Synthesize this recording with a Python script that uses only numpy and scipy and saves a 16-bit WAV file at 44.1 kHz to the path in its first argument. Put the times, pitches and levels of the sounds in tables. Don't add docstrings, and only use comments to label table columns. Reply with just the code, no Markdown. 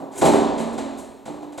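import sys
import numpy as np
from scipy import signal
from scipy.fft import rfft, irfft, next_fast_len
from scipy.io import wavfile

SR = 44100
rng = np.random.default_rng(int(sys.argv[2]) if len(sys.argv) > 2 else 0)


def volts_from_decibels(level):
    exponent = np.asarray(level, float) / 20
    return 10 ** exponent


def to_wav(s):
    ch = np.atleast_2d(s).T
    pcm = np.round(np.clip(ch, -1, 1) * 32767)
    wavfile.write(sys.argv[1], SR, pcm.astype(np.int16))


N = 70560
LEAD = SR // 4

# start_s, clack_db, thud_db, tick_db, pitch_hz (of the hull)
IMPACTS = [(.002, -49, -32.5, -70, 626), (.021, -62, -34, -73, 545), (0.1314, -44, -49.5, -61, 270),
           (.158, -44, -34.5, -40, 370), (0.1776, -43, -33, -28.5, 270), (0.2139, -15, -15, -51, 367),
           (.223, -46, -10.5, -35, 598), (0.237, -22.5, -19, -60, 178), (0.2534, -13.5, -12, -28, 231),
           (.266, -21, -16, -36, 307), (.33, -24, -14, -70, 380), (0.5777, -25.5, -30, -60, 645),
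           (.596, -27.5, -23.5, -41, 231), (0.73, -37.5, -32, -48, 400), (.7786, -24.5, -24, -61, 269),
           (0.9754, -39.5, -47, -46, 396), (0.9863, -44.5, -43, -40.5, 269), (1.2547, -32.5, -33, -52, 231),
           (1.274, -38.5, -29, -86, 297), (1.424, -42.5, -35, -80, 310), (1.523, -40.5, -40, -55, 517),
           (1.5773, -27.5, -29.5, -41, 545)]
# start_s, turn_s, end_s
SLIDE_TIMES = (.11, .178, .213)
# frequency_hz, level_db (per Hz)
THUD_SPECTRUM = [(50, -75), (110, -28.5), (220, -2), (430, -2.5), (650, -0.5), (1000, -4.5), (1400, -18),
                 (2500, -43)]
# frequency_hz, level_db (per Hz)
CLACK_SPECTRUM = [(900, 1.5), (1700, 4.5), (3000, -1.5), (4100, 2), (5100, -8), (7500, 0.5), (10000, -10),
                  (16000, -48)]
# frequency_hz, level_db (per Hz)
TICK_SPECTRUM = [(4500, -16), (7000, 0), (8500, 2), (10500, -5.5), (13000, -11.5), (16000, -27)]
# frequency_hz, level_db (per Hz)
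DIRECT_TICK_SPECTRUM = [(3500, -28), (7500, 7), (12000, -3), (16000, -9)]
# frequency_hz, t60_s
ROOM_DECAY = [(80, 1.84), (200, 1.35), (600, 1.52), (1500, 1.236), (4000, 1.185), (8000, 0.74)]
# frequency_hz, t60_s
TREBLE_DECAY = [(11000, .55), (16000, .3)]
# frequency_hz, level_db (per Hz)
HUM_SPECTRUM = [(25, -42), (45, -26), (80, 3.5), (125, -29), (400, 23), (1000, -12.5), (2500, -9),
                (6000, -47)]
# frequency_hz, left_minus_right_db
PORT_LEVEL = [(70, -30), (125, -20), (250, -4), (500, -2), (1300, 1.5)]
# frequency_hz, left_lead_rad
PORT_PHASE = [(40, 1.6), (200, 0.57), (520, 0.98), (1300, 0.94)]
# frequency_hz, difference_db_or_rad
PORTS_AGREE = [(3000, 0)]
# frequency_hz, side_db
DIFFUSE_FIELD = [(30, 18), (100, 6.5), (300, -12.5), (1000, -18), (2600, -9.5), (4300, -22.5), (7800, -43),
                 (8500, -7), (14000, 2)]
MODE_HZ = (136, 171, 231, 272, 296, 350, 375, 402, 545, 586, 632, 673, 818, 945)
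MODE_DB = [-3.5, 2.5, 0.5, -3.5, 0, 2, 0.5, 3, -4, -13.5, -1.5, -4, 0, -3]
MODE_T60_S = (.5, .4, 1.1, 1.5, 1.6, .8, .6, .85, .9, .8, .7, .9, 1., .8)


def on_log(table, hz):
    points = np.array(table, float)
    log_hz = np.log(np.maximum(points[:, 0], 1))
    return np.interp(np.log(np.maximum(hz, 1)), log_hz, points[:, 1])


def shape(x, gain_at):
    size = next_fast_len(x.shape[-1] + 4096)
    spectrum = rfft(x, size) * gain_at(np.fft.rfftfreq(size, 1 / SR))
    return irfft(spectrum, size)[..., :x.shape[-1]]


def colour(x, table):
    cepstrum = irfft(np.log(volts_from_decibels(on_log(table, np.fft.rfftfreq(4096, 1 / SR)))))
    cepstrum[1:2048] *= 2
    response = irfft(np.exp(rfft(cepstrum[:2049], 4096)))[:2048]
    response = response / np.sqrt(np.sum(response ** 2))
    return signal.fftconvolve(x, response)[:len(x)]


def hum():
    hum_db, hiss_db, hiss_hz = -50.5, -65, 5000
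    house = shape(rng.standard_normal((2, N)), lambda f: volts_from_decibels(on_log(HUM_SPECTRUM, f)))
    hiss = shape(rng.standard_normal((2, N)), lambda f: f / (f + hiss_hz))
    return house * volts_from_decibels(hum_db) / house[0].std() + hiss * volts_from_decibels(hiss_db)


def impacts(start_s, level_db, length_s):
    t = np.arange(2048) / SR
    blows = np.zeros((len(start_s), N + LEAD))
    rattle = np.zeros(N + LEAD + 2048)
    starts = (np.array(start_s) * SR).astype(int) + LEAD
    for k, at in enumerate(starts):
        blows[k, at] = volts_from_decibels(level_db[k]) * 10
        push = rng.standard_normal(2048) * np.exp(-3 * t / length_s)
        rattle[at:at + 2048] += push * blows[k, at] / np.sqrt(np.sum(push ** 2))
    return blows, rattle[:N + LEAD]


def standing_waves(blows, pitch_hz):
    reach_oct, spill, swell_s = .12, .2, .0062
    level_db, low_cut_hz = 3, 94
    ringing = 0
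    for hz, db, t60 in zip(MODE_HZ, MODE_DB, MODE_T60_S):
        turn = 2j * np.pi * hz / SR
        fade_pole = np.exp(turn - np.log(1000) / (t60 * SR))
        swell_pole = np.exp(turn - 1 / (swell_s * SR))
        coupling = spill + 1 / (1 + (np.log2(hz / pitch_hz) / reach_oct) ** 2)
        drive = (rng.choice([-1, 1], len(blows)) * coupling) @ blows
        fading = signal.lfilter([1], [1, -fade_pole], drive)
        swelling = signal.lfilter([1], [1, -swell_pole], drive)
        ringing = ringing + volts_from_decibels(db) * (fading - swelling).imag
    high_pass = signal.butter(4, low_cut_hz, "high", fs=SR, output="sos")
    return signal.sosfilt(high_pass, ringing) * volts_from_decibels(level_db) / 20


def echo():
    build_up_s, early_db, early_s = .003, 2, .014
    t = np.arange(N) / SR
    hz, frame_s, bands = signal.stft(rng.standard_normal(N), SR, nperseg=256)
    t60 = on_log(ROOM_DECAY + TREBLE_DECAY, hz)[:, None]
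    tail = signal.istft(bands * volts_from_decibels(-60 * frame_s / t60), SR, nperseg=256)[1][:N]
    onset = (1 - np.exp(-t / build_up_s)) * (1 + volts_from_decibels(early_db) * np.exp(-t / early_s))
    return tail * onset / 20


def room(sources):
    return sum(signal.fftconvolve(x, echo())[LEAD:LEAD + N] for x in sources)


def scrape():
    level_db = (-56, -46.5, -47)
    t = (np.arange(N + LEAD) - LEAD) / SR
    sliding = (t > SLIDE_TIMES[0]) & (t < SLIDE_TIMES[-1])
    grains = rng.standard_normal(len(t)) * volts_from_decibels(1.2 * rng.exponential(size=len(t)))
    return sliding * grains * volts_from_decibels(np.interp(t, SLIDE_TIMES, level_db)) / 2


def ports(mid, side):
    def log_ratio(f):
        level = np.log(volts_from_decibels(on_log(PORT_LEVEL + PORTS_AGREE, f)))
        return level + 1j * on_log(PORT_PHASE + PORTS_AGREE, f)

    left = shape(mid, lambda f: np.exp(log_ratio(f) / 2))
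    right = shape(mid, lambda f: np.exp(-log_ratio(f) / 2))
    return np.array([left + side, right - side])


def scene():
    earlier = (-0.11, -34.5, -25.5, -80, 270)
    start_s, clack_db, thud_db, tick_db, pitch_hz = np.array([earlier] + IMPACTS).T
    floor = hum()
    thuds, thud_rattle = impacts(start_s, thud_db - 2.5, length_s=.0085)
    clacks, clack_rattle = impacts(start_s, clack_db - 9.5, length_s=.0022)
    ticks, tick_rattle = impacts(start_s, tick_db - 4, length_s=.0012)
    slide = scrape()
    bright_slide = slide * volts_from_decibels(-4)

    sent = [colour(thuds.sum(0), THUD_SPECTRUM),
            colour(clacks.sum(0) + slide, CLACK_SPECTRUM),
            colour(ticks.sum(0) + bright_slide, TICK_SPECTRUM)]
    direct = colour(thud_rattle, THUD_SPECTRUM) + colour(slide, CLACK_SPECTRUM)
    direct = volts_from_decibels(-30) * (direct + colour(bright_slide, TICK_SPECTRUM))
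    direct = direct + volts_from_decibels(-8) * colour(clack_rattle, CLACK_SPECTRUM)
    direct = direct + volts_from_decibels(-1) * colour(tick_rattle, DIRECT_TICK_SPECTRUM)

    ringing = standing_waves(thuds, pitch_hz)
    mid = room(sent) + (direct + ringing)[LEAD:] + floor[0]
    side = room(sent) + direct[LEAD:] + floor[1]
    side = shape(side, lambda f: volts_from_decibels(on_log(DIFFUSE_FIELD, f)))
    return ports(mid, side)


def top_cut(x):
    return signal.sosfilt(signal.butter(12, 16190, fs=SR, output="sos"), x)


def record(dry):
    ceiling = volts_from_decibels(4)
    soft = np.tanh(dry / ceiling) * ceiling
    low_pass = signal.butter(6, 15600, fs=SR, output="sos")
    high_pass = signal.butter(1, 55, "high", fs=SR, output="sos")
    mix = signal.sosfilt(high_pass, signal.sosfilt(low_pass, soft))
    return top_cut(mix)


dry = scene()
out = record(dry)
to_wav(out)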